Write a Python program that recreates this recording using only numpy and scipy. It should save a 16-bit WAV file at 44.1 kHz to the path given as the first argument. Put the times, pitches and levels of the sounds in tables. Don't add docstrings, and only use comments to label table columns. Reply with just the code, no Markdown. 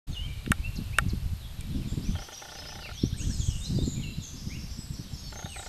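import sys
import numpy as np
from scipy import signal
from scipy.fft import rfft, irfft
from scipy.io import wavfile
from scipy.ndimage import uniform_filter1d

SR = 44100
rng = np.random.default_rng(int(sys.argv[2]) if len(sys.argv) > 2 else 0)


def wrap_up_sound(samples):
    columns = np.atleast_2d(samples).T
    tamed = np.clip(columns, -1, 1)
    steps = np.round(tamed * 32767).astype(np.int16)
    wavfile.write(sys.argv[1], SR, steps)


N = 250488
T = np.arange(N) / SR


def undb(db):
    return 10 ** (np.asarray(db) / 20)


def unit(x):
    return x / np.sqrt(np.mean(x ** 2))


def add(out, start_s, x):
    i = int(np.clip(start_s * SR, 0, N - 1))
    out[i:i + len(x)] += x[:N - i]


def wander(rate_hz, size=N):
    hold = int(SR / rate_hz)
    steps = np.repeat(rng.standard_normal(size // hold + 1), hold)
    return 1.3 * uniform_filter1d(uniform_filter1d(steps, hold), hold)[:size]


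def noise(spectrum):
    hz, db = np.transpose(spectrum)
    bins_hz = np.maximum(np.arange(N // 2 + 1) * SR / N, 1)
    gain = undb(np.interp(np.log(bins_hz), np.log(hz), db))
    return unit(irfft(rfft(rng.standard_normal(N)) * gain, N))


def ring(modes):
    t = T[:SR // 10]
    response = sum((-1) ** k * undb(db - 60 * t / t60_s) * np.sin(2 * np.pi * hz * t)
                   for k, (hz, db, t60_s) in enumerate(modes))
    return response / np.abs(response).max()


# frequency_hz, gain_db
HISS_SPECTRUM = [(30, 22.5), (200, 6), (500, 7), (1000, 5), (2000, 3), (3000, 4), (4200, 3), (6000, -1),
                 (9000, -1.5), (10700, -4), (12600, -23), (13500, -2), (14300, -10)]
def hiss(level_db=-51.5, drift_db=1.02):
    return undb(level_db + drift_db * wander(3.0)) * noise(HISS_SPECTRUM)


# time_s, level_db
WHINE_LEVELS = [(.07, -69), (.6, -66), (.7, -61), (.95, -62), (1.1, -63.5), (1.6, -63.5), (1.8, -65.5),
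                (5.68, -65)]
def whine(centre_hz=11650, width_hz=700, throb_hz=30, depth=0.31):
    band = noise([(centre_hz + widths * width_hz, db)
                  for widths, db in [(-2, -60), (-0.5, -2), (0, 0), (1, -7), (4, -40)]])
    throb = 1 + depth * np.sin(2 * np.pi * throb_hz * T)
    return undb(np.interp(T, *np.transpose(WHINE_LEVELS))) * throb * band


# time_s, rumble_db, flutter_db
BREEZE = [(.07, -34.5, -73), (.68, -34.5, -62), (1.3, -29, -58), (1.45, -39.5, -62.5), (1.76, -32, -36.5),
          (2.0, -36, -35.5), (2.17, -31, -42), (2.3, -62.5, -73), (2.62, -44, -49.5), (2.96, -38.5, -58),
          (3.25, -32, -37.5), (3.6, -32, -58), (3.72, -30, -31), (4.3, -36.5, -45), (4.56, -36, -41.5),
          (4.73, -40, -57), (5.0, -41, -46.5), (5.68, -42.5, -59)]
# time_s, width_s, pulse_db, wake_db
PRESSURE_PULSES = [(0.103, 0.0052, -24.5, -25.5), (0.266, 0.0023, -26, -36.5), (.478, 0.00073, -25, -38),
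                   (.509, 0.0012, -11.5, -32.5), (0.603, 0.0036, -21.5, -32.5), (0.791, .0011, -23, -25.5),
                   (1.026, .0022, -22.5, -31), (1.065, 0.0011, -24.5, -32), (1.135, .001, -22.5, -33.5),
                   (1.263, 0.0028, -20, -34), (1.335, 0.0018, -24, -50), (1.977, 0.00077, -25.5, -41),
                   (2.138, .0018, -27.5, -46), (3.039, 0.00094, -12.5, -29), (3.131, .002, -20, -36),
                   (3.298, 0.0014, -23.5, -39), (3.402, 0.0024, -20, -30), (3.489, 0.0022, -16, -30.5),
                   (3.763, 0.0013, -21.5, -36), (3.789, 0.00059, -20.5, -36), (3.879, 0.00087, -19.5, -27),
                   (4.187, 0.0016, -24, -44), (4.644, 0.0018, -34, -33.5), (4.792, .0014, -24.5, -35.5),
                   (4.908, .002, -26, -31.5), (4.995, 0.00084, -33.5, -33.5), (5.137, 0.0017, -27, -44),
                   (5.448, 0.0014, -27, -37.5)]
# frequency_hz, gain_db
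RUMBLE_SPECTRUM = [(15, -6), (35, -0.5), (80, 0.5), (130, -7.5), (200, -21), (400, -45), (800, -44),
                   (3000, -120)]
FLUTTER_SPECTRUM = [(60, -17), (130, 6), (200, 1.5), (280, -5), (400, -16.5), (600, -31.5), (1200, -43),
                    (4000, -110)]
def wind(rumble_trim_db=-2, flutter_trim_db=1, eddy_db=3, swell_s=0.015, decay_s=0.021):
    times_s, *levels_db = np.transpose(BREEZE)
    large, small = (undb(np.interp(T, times_s, db)) for db in levels_db)
    pulses = np.zeros(N)
    for time_s, width_s, pulse_db, wake_db in PRESSURE_PULSES:
        age_s = T - time_s
        u = age_s / width_s
        pulses -= undb(pulse_db) * u * np.exp((1 - u ** 2) / 2)
        wake = undb(wake_db) * np.exp(-np.maximum(-age_s / swell_s, age_s / decay_s))
        slowness = np.arctan(width_s / 0.0012)
        large = np.hypot(large, wake * np.sin(slowness))
        small = np.hypot(small, wake * np.cos(slowness))
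    eddies = unit(undb(eddy_db * wander(60)))
    rumble = undb(rumble_trim_db) * large * noise(RUMBLE_SPECTRUM)
    flutter = undb(flutter_trim_db) * small * noise(FLUTTER_SPECTRUM)
    return pulses + eddies * (rumble + flutter)


# frequency_hz, gain_db, t60_s
BARREL_MODES = [(390, 12.5, 0.018), (600, 5.5, 0.076), (719, 5, 0.081), (793, 1.5, 0.21), (868, 3.5, 0.085),
                (1295, 12.5, 0.0081), (1439, 8, 0.029), (1783, -2, 0.045), (2010, 0.5, 0.019),
                (2150, 1, 0.029), (3100, 7, 0.0052)]
# first_move_s, last_move_s, force_db
MOTOR_RUNS = [(2.1515, 2.22, -43), (2.2855, 2.32, -43.5), (2.4171, 2.889, -44), (2.908, 2.908, -44.5),
              (5.322, 5.458, -43), (5.559, 5.661, -41)]
def lens_motor(move_rate_hz=29.72, step_s=0.000464, slowing=0.04, growth=0.016, kick=1.3, count=12):
    impulses = np.zeros(N)
    step = np.arange(count)
    delays_s = np.cumsum(step_s * (1 + slowing) ** step) - step_s
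    profile = 1 + growth * step + kick * (step == 0)
    for first_s, last_s, force_db in MOTOR_RUNS:
        moves = round((last_s - first_s) * move_rate_hz) + 1
        for move_s in first_s + np.arange(moves) / move_rate_hz:
            jitter_s = 0.00006 * rng.standard_normal(count)
            forces = profile * undb(force_db + 2.5 * rng.standard_normal(count))
            for delay_s, force in zip(delays_s + jitter_s, forces):
                add(impulses, move_s + delay_s, np.array([force]))
    radiation = signal.butter(2, 330, "high", fs=SR, output="sos")
    return signal.sosfilt(radiation, signal.fftconvolve(impulses, ring(BARREL_MODES))[:N])


# frequency_hz, gain_db, t60_s
BODY_MODES = [(634, -7, 0.023), (810, -17, 0.074), (1165, -2, 0.026), (1361, 3, 0.035), (1536, 6.5, 0.019),
              (1700, 5.5, 0.016), (1850, 1, 0.029), (2250, -3.5, 0.025), (2750, 2.5, 0.011),
              (3290, -3, 0.0058), (3700, -9.5, 0.02)]
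CONTACT_MODES = [(5250, -2.5, 0.011), (7900, 12, 0.0054), (8800, 8.5, 0.01), (9360, 10.5, 0.0055),
                 (12700, -1, 0.0066), (13400, -20, 0.0017)]
# start_s, knock_db, snap_db, tilt_db_per_octave
TOUCHES = [(0.4616, -28, -48, 13.5), (0.5173, -10.5, -13.5, 1.5), (0.9849, -6.5, -13.5, 0.5),
           (1.609, -72, -31, 0)]
def clicks(rebound_s=0.00109, rebound_gain=0.26, crack_s=0.0026, crack_db=-12):
    out, contact = np.zeros(N), ring(CONTACT_MODES)
    crack_envelope = undb(crack_db) * np.exp(-T[:len(contact)] / crack_s)
    for start_s, knock_db, snap_db, tilt in TOUCHES:
        body = ring([(hz, db + tilt * np.log2(hz), t60_s) for hz, db, t60_s in BODY_MODES])
        snap = undb(snap_db) * (contact + crack_envelope * rng.standard_normal(len(contact)))
        add(out, start_s, undb(knock_db) * body)
        add(out, start_s, snap)
        add(out, start_s + rebound_s, rebound_gain * snap)
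    return out


def wood_echo(sound, t60_s=1, build_s=0.00076, early_decay_s=0.068, early_share=0.36):
    t = T[:SR]
    early = unit(np.exp(-t / early_decay_s))
    late = unit(undb(-60 * t / t60_s))
    envelope = np.sqrt(early_share * early ** 2 + (1 - early_share) * late ** 2)
    response = rng.standard_normal(SR) * envelope * (1 - np.exp(-t / build_s))
    return signal.fftconvolve(sound, response / np.linalg.norm(response))[:N]


def early_reflections(note, count=8, gain=0.26):
    taps = np.zeros(SR // 80)
    taps[0] = 1
    for place, polarity in rng.uniform(-1, 1, (count, 2)):
        taps[int(abs(place) * len(taps))] += gain * np.sign(polarity)
    return signal.fftconvolve(note, taps / np.linalg.norm(taps))


def glide(length_s, from_hz, to_hz, bend):
    u = np.linspace(0, 1, int(length_s * SR))
    return from_hz + (to_hz - from_hz) * np.expm1(-bend * u) / np.expm1(-bend)


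def whistle(pitch_hz):
    envelope = np.sqrt(np.abs(np.sin(np.linspace(0, np.pi, len(pitch_hz)))))
    return unit(envelope * np.sin(2 * np.pi * np.cumsum(pitch_hz) / SR))


# time_s, level_db, centre_pitch_hz
FAR_BIRDS = [(.07, -59, 3358), (0.898, -57, 3336), (1.5, -64, 3700), (2.0, -55.5, 3785), (2.7, -52, 4494),
             (3.102, -55.5, 4190), (3.35, -47.5, 5905), (3.651, -54, 5970), (3.999, -55, 3760),
             (4.501, -57.5, 4670), (5.0, -59.5, 4374), (5.68, -51.5, 4515)]
def far_chorus(spread_octaves=0.48, sweep_octaves=0.34, length_s=0.045, direct_db=-8, count=320):
    times_s, level_db, centre_hz = np.transpose(FAR_BIRDS)
    calls = np.zeros(N)
    for k, (jitter, pitch, slope, bend) in enumerate(rng.uniform(-1, 1, (count, 4))):
        start_s = (k + jitter / 2) * T[-1] / count
        middle_hz = np.interp(start_s, times_s, centre_hz) * 2 ** (spread_octaves * pitch)
        ratio = 2 ** (sweep_octaves * np.sign(slope) * (1 + abs(slope)) / 2)
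        add(calls, start_s, whistle(glide(length_s, middle_hz * ratio, middle_hz / ratio, 2 * bend)))
    return undb(np.interp(T, times_s, level_db)) * unit(wood_echo(calls) + undb(direct_db) * calls)


BENDS = {"snap": 5.56, "ease": 2.8, "even": 0.487, "hold": -2.0}
# first_start_s, last_start_s, period_s, length_s, from_hz, to_hz, shape, level_db, distance
REPEATED_NOTES = [ (0.754, 1.073, 0.33, 0.026, 8000, 4000, "ease", -47, 0.19),
                  (1.385, 1.85, 0.15, 0.086, 4390, 3006, "even", -55.5, 0.6),
                  (1.588, 2.045, .229, .045, 3000, 2250, "ease", -57.5, 0.3),
                  (2.017, 2.65, 0.16, 0.081, 4090, 6195, "ease", -48.5, 0.39),
                  (2.226, 2.466, 0.16, 0.019, 3670, 2420, "even", -54, 0.27),
                  (2.314, 2.65, .167, 0.03, 2750, 3730, "even", -51, 0.24),
                  (2.558, 2.706, 0.066, 0.029, 3420, 2250, "even", -52.5, 0.3),
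                  (2.561, 2.654, .094, 0.053, 4920, 5295, "even", -45, 0.3),
                  (3.129, 3.298, 0.082, 0.034, 1390, 1926, "even", -57, 0.16),
                  (3.166, 3.578, .137, 0.038, 8500, 6180, "hold", -47.5, 0.56),
                  (3.604, 3.778, .174, 0.087, 3560, 4600, "hold", -45, 0.31),
                  (4.35, 4.685, 0.11, 0.035, 4400, 6030, "even", -45.5, 0.75),
                  (4.702, 5.285, .193, 0.075, 7590, 6930, "hold", -60.5, .1),
                  (4.918, 5.125, 0.2, 0.043, 5850, 3920, "hold", -47.5, 0.9)]
# start_s, length_s, from_hz, to_hz, shape, level_db, distance
SINGLE_NOTES = [ (0.089, .085, 7160, 6337, "snap", -58, 0.33),
                (0.114, 0.028, 4400, 4150, "even", -53, 0.05),
                (0.125, 0.032, 3690, 3300, "hold", -45.5, 0.25),
                (.146, 0.042, 3400, 2867, "snap", -44, 0.25), (.185, 0.078, 2870, 3170, "even", -43, 0.16),
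                (0.202, 0.11, 2100, 2385, "ease", -52, 0.6), (.622, .066, 2200, 2742, "snap", -45, 0.24),
                (.922, 0.077, 1700, 2744, "snap", -46, 0.19), (1.0, 0.13, 2230, 2190, "even", -59, 0),
                (1.745, .044, 6000, 5300, "ease", -59, 0.7), (1.87, .05, 6550, 7500, "ease", -53, .6),
                (2.14, .048, 3570, 3100, "ease", -52, 0.33), (2.32, 0.038, 7100, 5490, "ease", -47, 0.4),
                (2.572, 0.037, 4350, 4260, "even", -51, 0.14),
                (2.798, 0.049, 5260, 3860, "even", -48.5, 0.5),
                (2.804, 0.087, 2994, 1873, "hold", -46.5, 0.26),
                (2.932, 0.09, 6880, 5310, "ease", -48.5, 0.38),
                (2.945, 0.097, 3045, 4780, "hold", -46.5, 0.33),
                (3.005, 0.088, 5250, 6740, "hold", -48.5, 0.17),
                (3.122, 0.023, 3040, 3860, "even", -48.5, 0.04),
                (3.185, 0.044, 7020, 5250, "hold", -43.5, 0.38),
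                (3.175, .09, 2150, 3700, "even", -52, 0.37), (3.289, 0.084, 6330, 5020, "ease", -47, 0.12),
                (3.383, 0.056, 7400, 6230, "even", -41.5, .35),
                (3.39, 0.041, 4770, 3170, "ease", -44.5, 0.42),
                (3.444, 0.081, 7420, 5100, "even", -48, 0.28), (3.45, .11, 3300, 2700, "even", -49.5, 0.91),
                (3.197, 0.039, 6040, 3280, "even", -54, 0.87),
                (3.94, 0.053, 3120, 2120, "ease", -52.5, 0.8), (3.63, 0.032, 7440, 4600, "even", -45, .47),
                (3.736, 0.044, 4510, 4905, "even", -46, .46), (3.82, 0.13, 7520, 6970, "ease", -45.5, 0.63),
                (4.012, .16, 4485, 3933, "snap", -52, 0.54),
                (4.174, 0.088, 3780, 3240, "even", -52.5, 0.88),
                (4.016, 0.075, 3530, 2673, "snap", -43.5, 0.3),
                (4.204, 0.08, 7726, 6000, "ease", -43.5, 0.6),
                (4.402, .16, 5900, 6720, "even", -54.5, 0.92),
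                (4.489, 0.086, 1850, 2945, "even", -49.5, 0.32),
                (4.76, .11, 5130, 5070, "even", -54.5, .15), (4.77, 0.047, 7550, 7900, "ease", -48, 0.5),
                (5.009, .09, 4700, 2960, "even", -55.5, .55), (5.232, 0.062, 4480, 4410, "even", -52, 0.4),
                (5.165, 0.062, 6750, 6490, "ease", -52, 0.35), (5.21, 0.06, 5590, 5170, "ease", -52, 0.7),
                (5.336, 0.082, 6160, 6570, "even", -45.5, 0.39),
                (5.436, 0.027, 3280, 3810, "ease", -47.5, 0.23),
                (5.477, .059, 8400, 8190, "ease", -50.5, 0.7),
                (5.486, 0.095, 3030, 1700, "hold", -47.5, 0.21),
                (5.543, 0.057, 8660, 6520, "hold", -45.5, 0.54),
                (5.579, 0.017, 4096, 3680, "even", -48, 0.3),
                (5.639, 0.046, 4430, 6030, "even", -51.5, 0.3)]
def songbirds(shimmer_db=2.0, far_waver=0.0368):
    repeats = [(first_s + period_s * k, *note) for first_s, last_s, period_s, *note in REPEATED_NOTES
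               for k in range(round((last_s - first_s) / period_s) + 1)]
    direct = np.zeros(N)
    perches = np.zeros((3, N))
    waver, shimmer = wander(600, 2 * N), wander(200, 2 * N)
    for k, (start_s, length_s, from_hz, to_hz, shape, db, distance) in enumerate(repeats + SINGLE_NOTES):
        pitch_hz = glide(length_s, from_hz, to_hz, BENDS[shape])
        now = int(start_s * SR) + np.arange(len(pitch_hz))
        pitch_hz *= 1 + far_waver * distance * waver[now]
        note = undb(db + shimmer_db * shimmer[now]) * whistle(pitch_hz)
        clarity = np.cos(np.pi * distance / 2) ** 2
        add(direct, start_s, clarity * early_reflections(note))
        add(perches[k % len(perches)], start_s, np.sqrt(1 - clarity ** 2) * note)
    return direct + sum(wood_echo(perch) for perch in perches)


def scene():
    return (hiss() + songbirds() + far_chorus() + wind() + clicks() + lens_motor() + whine())[None]


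def record(dry, open_s=0.068, fade_s=0.01, cutoff_hz=14250):
    opened = np.clip((T - open_s) / fade_s, 0, 1)
    low_pass = signal.ellip(10, 0.2, 70, cutoff_hz, fs=SR, output="sos")
    return signal.sosfilt(low_pass, dry * opened)


dry = scene()
out = record(dry)
wrap_up_sound(out)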